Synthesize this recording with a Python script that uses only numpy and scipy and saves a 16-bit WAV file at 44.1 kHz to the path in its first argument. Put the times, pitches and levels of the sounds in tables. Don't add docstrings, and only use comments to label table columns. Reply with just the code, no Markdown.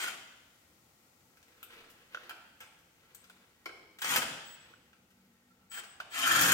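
import sys
import numpy as np
from scipy import signal
from scipy.fft import rfft, irfft
from scipy.io import wavfile
from scipy.ndimage import uniform_filter1d

SR = 44100
rng = np.random.default_rng(int(sys.argv[2]) if len(sys.argv) > 2 else 0)


def wav_record(signal):
    frames = np.transpose(np.atleast_2d(signal))
    bounded = np.clip(frames, -1, 1)
    quanta = np.round(bounded * 32767).astype(np.int16)
    wavfile.write(sys.argv[1], SR, quanta)


N = 287973
TIME = np.arange(N) / SR
FREQ = np.fft.rfftfreq(8192, 1 / SR)


def undb(db):
    return 10 ** (np.asarray(db) / 20)


def unit(x):
    return x / np.sqrt(np.mean(x ** 2) + 1e-20)


def spectrum(rows, hz=FREQ, axis=1):
    rows = np.array(rows)
    return np.interp(np.log(hz + 1), np.log(rows[:, 0]), rows[:, axis])


def response(db):
    cepstrum = irfft(np.log(undb(db)))
    half = len(cepstrum) // 2
    folded = np.r_[cepstrum[0], 2 * cepstrum[1:half], np.zeros(half)]
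    h = irfft(np.exp(rfft(folded)))
    return h / np.linalg.norm(h)


def through(x, h):
    return signal.fftconvolve(x, h)[:N]


def walk(rate):
    k = int(SR / rate)
    steps = np.repeat(rng.standard_normal(N // k + 1), k)
    return unit(uniform_filter1d(steps, k)[:N])


def held(start, end, attack, release):
    return np.exp(np.minimum(TIME - start, 0) / attack - np.maximum(TIME - end, 0) / release)


def swell(start, length):
    return np.sin(np.pi * np.clip((TIME - start) / length, 0, 1))


def ring(modes):
    t = TIME[:SR // 2]
    h = 0
    for k, (hz, db, t60) in enumerate(modes):
        h = h + undb(db - 60 * t / t60) * np.sin(2 * np.pi * hz * t) * (-1) ** k
    return h / np.linalg.norm(h)


def blow(s, db, decay):
    t = TIME[:SR // 8]
    push = rng.standard_normal(len(t)) * np.exp(-t / decay)
    out, start = np.zeros(N + len(t)), int(s * SR)
    out[start:start + len(t)] = push / np.linalg.norm(push) * undb(db) * np.sqrt(SR / 100)
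    return out[:N]


def strikes(rows):
    out = np.zeros(N)
    for s, db in rows:
        out[int(s * SR)] = undb(db) * np.sqrt(SR / 100)
    return out


def trigger(knee=3.5, rest_hz=15):
    # (press [s], release [s], run-down time constant [s], top coil switching rate [Hz],
    # gear load [dB], whistle offset [dB], bolt starts to tighten [s], tightening time constant [s],
    # rattle drive relative to gear drive when tight [dB])
    pulls = [(-.15, .035, .07, 492.3, 1, .5, 0.1, 0.017, -16.5),
             (3.995, 4.171, .028, 681, 0.7, -0.5, 4.07, .06, -6.5),
             (4.449, 4.544, .015, 22.9, 2.5, 1.5, 4.48, 0.043, -15),
             (5.698, 5.794, .015, 200.1, 1, 1.5, 6, 0.037, -19),
             (6.096, 6.6, .02, 869.2, 0, -5, 6.21, 0.12, -4.5)]
    full_speed_hz, spin_up_hz_per_s, switch_s = 898, 7300, 0.005
    gear_db, gear_speed_power, whistle_base_db, free_rattle_db = -30, 1.384, -49, -17
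    switch_hz = gear = rattle = whine = tightness = 0
    for press, release, run_down, top_hz, load_db, whistle_db, tightens, tighten_s, tight_db in pulls:
        ramp = spin_up_hz_per_s * np.maximum(TIME - press, 0) / top_hz
        soft_start = ramp / (1 + ramp ** knee) ** (1 / knee)
        hz = top_hz * soft_start * held(press, release, switch_s, run_down)
        speed = np.clip(hz / full_speed_hz, 0, 1)
        churn = undb(gear_db + load_db) * speed ** gear_speed_power
        tight = 1 - np.exp(-np.maximum(TIME - tightens, 0) / tighten_s)
        chatter = churn * undb(free_rattle_db + tight * (tight_db - free_rattle_db))
        chop = 2 * np.sqrt(speed * (1 - speed)) * held(press, release, switch_s, switch_s)
        switch_hz, gear, rattle = switch_hz + hz, gear + churn, rattle + chatter
        whine = whine + undb(whistle_base_db + whistle_db) * chop
        tightness = np.where(TIME > press, tight, tightness)
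    return np.maximum(switch_hz, rest_hz), gear, rattle, whine, tightness


def gears(switch_hz, count=16, scatter_db=4, click_db=-5, wobble_db=-1.5, jitter=.025):
    # (frequency [Hz], colour [dB per Hz])
    housing = [(50, -55), (140, -23), (250, -16), (480, -20.5), (750, -16), (1050, -13), (1450, -5.5),
               (1950, -6), (2600, -7), (3200, -9.5), (3700, -14), (7000, -19), (11000, -23.5), (15500, -46)]
    # (frequency [Hz], width [Hz], boost [dB])
    resonances = [(785, 220, 3), (1406, 105, 4.5), (1620, 55, -4), (3123, 123, 8.5), (7070, 270, 7)]
    mesh = np.cumsum(2 * switch_hz * (1 + jitter * walk(60))) / SR
    backlash = .07 * walk(1500)
    tooth = np.maximum.accumulate(np.abs(mesh + backlash)).astype(int)
    wear = rng.standard_normal(count)[tooth % count]
    click_gain = undb(9.2 * wear + scatter_db * rng.standard_normal(N))
    clicks = np.diff(tooth, prepend=0) * click_gain / np.sqrt(switch_hz)
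    slide = rng.standard_normal(N) * np.exp(-(mesh % 1) / 0.69)
    load = undb(wobble_db * np.sin(2 * np.pi * mesh / 110))
    body_db = spectrum(housing)
    for hz, width, db in resonances:
        body_db = body_db + db / (1 + (2 * (FREQ - hz) / width) ** 2)
    return unit(through(load * (undb(click_db) * unit(clicks) + unit(slide)), response(body_db)))


def socket_rattle(strength, rate=900, spread_db=4, flutter_db=2):
    # (frequency [Hz], colour [dB per Hz])
    rattle_colour = [(50, -17), (90, 0), (140, 14.5), (200, 7.5), (330, 4), (480, 2.5), (800, 9),
                     (1500, 10.5), (4000, 7), (7000, 8.5), (11000, 4), (13500, 11.5), (16000, 1.5)]
    landed = rng.random(N) < rate / SR
    force = undb(spread_db * np.minimum(rng.exponential(size=N), 4))
    ticks = landed * force * rng.choice([-1, 1], N)
    smear = rng.standard_normal(SR // 100) * np.exp(-TIME[:SR // 100] / .0012)
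    chatter = unit(through(ticks, smear)) * undb(flutter_db * walk(70))
    return through(chatter * strength, response(spectrum(rattle_colour)))


def grinding(fade=0.022, slip_db=3):
    # (start [s], end [s], frequency [Hz], width [Hz], level [dB])
    grinds = [(4.018, 4.174, 1940, 356, -42), (4.041, 4.145, 3150, 350, -46), (4.116, 4.18, 875, 392, -45),
              (6.208, 6.243, 3069, 450, -36), (6.256, 6.526, 1525, 422, -33)]
    out = 0
    for start, end, hz, width, db in grinds:
        binding = np.clip(np.minimum(TIME - start, end - TIME) / fade + .5, 0, 1)
        slips = unit(rng.standard_normal(N) * undb(slip_db * walk(250)))
        steel = response(-10 * np.log10(1 + (2 * (FREQ - hz) / width) ** 4))
        out = out + through(undb(db) * binding * slips, steel)
    return out


def whistle(switch_hz, carrier_hz=7855, lower_db=-3, octave_db=-1):
    carrier = 2 * np.pi * carrier_hz * TIME
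    coil = 2 * np.pi * np.cumsum(switch_hz * (1 + 0.019 * walk(90))) / SR
    upper, lower = np.sin(carrier + coil), np.sin(carrier - coil)
    octave = np.sin(2 * carrier - coil / 2)
    return upper + undb(lower_db) * lower + undb(octave_db) * octave


def bearing_down(x, tightness, free_bass_db=-7, bass_hz=604):
    lowpass = signal.butter(2, bass_hz, fs=SR, output="sos")
    bass = signal.sosfiltfilt(lowpass, x)
    return x - bass + bass * undb(free_bass_db * (1 - tightness))


def clinks(bright_hz=5000):
    # (time [s], level [dB], brightness [dB], chatter decay time constant [s])
    contacts = [(.074, -41, 5, .018), (1.371, -63.5, 5, 0.0053), (1.428, -63, 4, 0.0036),
                (1.629, -49, 3.5, 0.0011), (1.9, -57, 27, 0.017), (2.146, -45, -16, 0.0013),
                (2.295, -44.5, 1.5, 0.0027), (2.308, -46.5, -17, 0.0027), (2.604, -47.5, -2.5, .025),
                (2.79, -69, 14, .006), (3.148, -56.5, 14, 0.0018), (3.242, -59.5, 4, .003),
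                (3.298, -57, 3, 0.00087), (3.657, -48, 2.5, 0.0071), (3.69, -52, -23, .004),
                (3.987, -50.5, 7, .005), (4.019, -35, 6.5, 0.0066), (4.045, -33, -6, 0.0034),
                (4.16, -25.5, 11, .004), (4.22, -34.5, -1, .008), (4.931, -65, -12, 0.0024),
                (5.105, -67.5, 12, 0.0073), (5.716, -50.5, 2, 0.0063), (5.773, -45, -13, 0.015),
                (5.835, -52, 0, .012), (6.001, -41.5, -13, 0.0044), (6.412, -26.5, 23, 0.0025),
                (6.52, -25, 19, 0.00092)]
    # (frequency [Hz], colour [dB per Hz])
    contact_colour = [(150, -29.5), (600, -11.5), (1150, -6), (1540, 3.5), (1950, -5.5), (2500, -1.5),
                      (3200, -3), (3900, -10), (8000, -15), (11000, -17.5), (16000, -16.5)]
    cracks = 0
    for s, db, bright_db, decay in contacts:
        shelf = bright_db * FREQ ** 2 / (FREQ ** 2 + bright_hz ** 2)
        cracks = cracks + through(blow(s, db, decay), response(spectrum(contact_colour) + shelf))
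    return cracks


def frame_bumps():
    # (time [s], level [dB])
    bumps = [(3.659, -41)]
    # (frequency [Hz], level [dB], t60 [s])
    frame_modes = [(318, -16, 0.094), (421, -15.5, 0.084), (487, -16.5, 0.091), (710, -6, 0.014),
                   (1050, -8, 0.04), (1394, -5, 0.028), (2130, 2.5, 0.025), (2270, 2.5, 0.028),
                   (3320, -43, .01), (4160, 1.5, 0.0032), (5320, 0.5, 0.0057)]
    return through(strikes(bumps), ring(frame_modes))


def snaps(decay=0.002):
    # (time [s], lower ring level [dB], upper ring level [dB])
    snap_rows = [(1.63, -60.5, -47.5), (2.605, -65, -58), (3.147, -50.5, -53)]
    # (frequency [Hz], width [Hz])
    socket_rings = [(8200, 240), (13400, 340)]
    out = 0
    for k, (hz, width) in enumerate(socket_rings):
        pushes = sum(blow(s, levels[k], decay) for s, *levels in snap_rows)
        out = out + through(pushes, response(-10 * np.log10(1 + (2 * (FREQ - hz) / width) ** 2)))
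    return out


def rubbing(grain_db=3, attack_share=0.067, release_share=0.21, rest_db=-79):
    # (start [s], length [s], level [dB])
    strokes = [(1.502, 0.52, -73), (1.708, 0.091, -60.5), (2.126, .15, -62.5), (2.995, 0.39, -75),
               (4.615, 0.093, -68)]
    # (frequency [Hz], colour [dB per Hz])
    rub_colour = [(150, -15), (350, -2.5), (510, -0.5), (700, -8), (1500, 2), (2000, 1.5), (2800, -0.5),
                  (4200, -7), (8000, -21.5), (16000, -16.5)]
    pressure = undb(rest_db)
    for s, length, db in strokes:
        pressure = pressure + undb(db) * held(s, s + length, attack_share * length, release_share * length)
    slips = unit(rng.standard_normal(N) * undb(grain_db * walk(160)))
    return through(slips * pressure, response(spectrum(rub_colour)))


def squeaks(waver=0.023, flutter_db=4):
    # (start [s], length [s], pitch [Hz], level [dB])
    squeak_rows = [(3.454, 0.35, 1920, -79), (5.22, 0.29, 1840, -78), (5.448, 0.27, 1360, -81)]
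    out = 0
    for s, length, hz, db in squeak_rows:
        tone = np.sin(2 * np.pi * np.cumsum(hz * (1 + waver * walk(64))) / SR)
        out = out + undb(db + flutter_db * walk(38)) * swell(s, length) * tone
    return out


def dull_taps():
    # (time [s], level [dB])
    tap_rows = [(.042, -37), (.081, -42), (1.629, -57), (2.147, -37), (2.172, -42.5), (3.299, -55.5),
                (4.737, -55.5), (6.002, -38.5)]
    # (frequency [Hz], level [dB], t60 [s])
    case_modes = [(626, -17, 0.015), (1140, -10, 0.015), (1453, -0.5, 0.022), (1580, -2.5, 0.015),
                  (2660, -8.5, 0.0069), (3250, -13, 0.0078)]
    return through(strikes(tap_rows), ring(case_modes))


def hum(waver=0.018, flutter_db=3):
    # (start [s], length [s], level [dB])
    hum_swells = [(3.098, 0.43, -73), (4.6, 1.38, -70.5)]
    # (frequency [Hz], level [dB])
    hum_tones = [(155, -7), (188, 7), (203, -7), (240, 7.5)]
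    tones = 0
    for hz, db in hum_tones:
        strength = undb(db + flutter_db * walk(26))
        tones = tones + strength * np.sin(2 * np.pi * np.cumsum(hz * (1 + waver * walk(30))) / SR)
    return unit(tones) * sum(undb(db) * swell(s, length) for s, length, db in hum_swells)


def background(rumble_db=-72.5, side_db=-13, waver_db=-0.96, hiss_db=-66, sink_db_per_s=1.17):
    # (frequency [Hz], colour [dB per Hz])
    rumble_colour = [(15, -57), (25, -30), (70, -4), (241, -5.5), (301, -7.5), (377, -11), (407, -17.5),
                     (525, -8), (619, -43), (667, -16), (900, -13), (1170, -61), (1980, -120)]
    # (frequency [Hz], colour [dB per Hz])
    hiss_colour = [(350, -24.5), (600, -1.5), (917, -7), (1420, -1.5), (1670, -48), (1840, -3),
                   (2670, -10.5), (7140, -8), (10600, -13), (14400, -10), (15800, -11.5)]
    colours = (rumble_colour, rumble_colour, hiss_colour, hiss_colour)
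    mid, side, left, right = (through(rng.standard_normal(N), response(spectrum(c))) for c in colours)
    side = side * undb(side_db)
    rumble = np.array([mid + side, mid - side]) * undb(rumble_db + waver_db * walk(6.5))
    return rumble + np.array([left, right]) * undb(hiss_db - sink_db_per_s * TIME)


def direct(x, count=7):
    return np.array([x, np.r_[np.zeros(count), x[:-count]]])


def workshop(x, wet_db, early_db, early_decay=0.009, alike_hz=550):
    # (frequency [Hz], t60 [s], level [dB])
    hall = [(150, 1, 8), (540, 0.92, 5), (1720, 1, -2.5), (3300, 1.08, -0.5), (6070, 0.94, -2),
            (9300, 0.59, -0.5), (13900, 0.55, -10.5)]
    hz, s, field = signal.stft(rng.standard_normal((2, int(1.4 * SR))), SR, nperseg=256)
    t60, hall_db = (spectrum(hall, hz, axis=k)[:, None] for k in (1, 2))
    decay = np.exp(-np.log(1000) * s / t60) * np.sqrt(2 * np.log(1000) / t60 / SR)
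    tail = undb(wet_db + hall_db) * decay * (1 - np.exp(-s / 0.015))
    early = undb(early_db) * np.exp(-s / early_decay) * np.sqrt(2 / early_decay / SR) * (s > 0)
    apart = (hz ** 2 / (hz ** 2 + alike_hz ** 2))[:, None]
    ears = np.array([field[0] + apart * field[1], field[0] - apart * field[1]]) / np.sqrt(1 + apart ** 2)
    echoes = signal.istft(ears * (tail + early), SR)[1]
    return np.array([through(x, h) for h in echoes])


def scene():
    switch_hz, gear, rattle, whine, tightness = trigger()
    works = undb(-1.0) * gear * gears(switch_hz) + undb(6) * socket_rattle(rattle)
    driver = bearing_down(works, tightness) + grinding() + whine * whistle(switch_hz)
    handling = clinks() + rubbing() + squeaks()
    knocks = frame_bumps() + snaps()
    taps = dull_taps()
    sway = 1.2 * walk(9)
    room = sum(workshop(driver * share, wet_db=-1.5, early_db=2.5) for share in (np.cos(sway), np.sin(sway)))
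    room = room + workshop(handling, wet_db=2.0, early_db=0.5)
    room = room + workshop(knocks, wet_db=1.0, early_db=0.5, early_decay=0.011)
    room = room + workshop(taps, wet_db=-11, early_db=-9, early_decay=.005)
    return direct(undb(-3) * driver + handling + knocks + taps) + room + background() + hum()


def record(dry, top_hz=15900):
    # (frequency [Hz], left minus right [dB])
    ports = [(700, 0.5), (1150, 2.5), (1550, -5.5), (2300, 0), (3200, 3.5), (5000, 6.5), (8000, 8),
             (12500, 11), (14200, 5), (15500, 4)]
    hz = np.fft.rfftfreq(2 * N, 1 / SR)
    tilt = undb(spectrum(ports, hz) * np.array([[.5], [-.5]]))
    balanced = tilt / np.sqrt(np.mean(tilt ** 2, axis=0))
    coloured = irfft(rfft(dry, 2 * N) * balanced)[:, :N]
    return signal.sosfilt(signal.ellip(10, .2, 70, top_hz, fs=SR, output="sos"), coloured)


dry = scene()
out = record(dry)
wav_record(out)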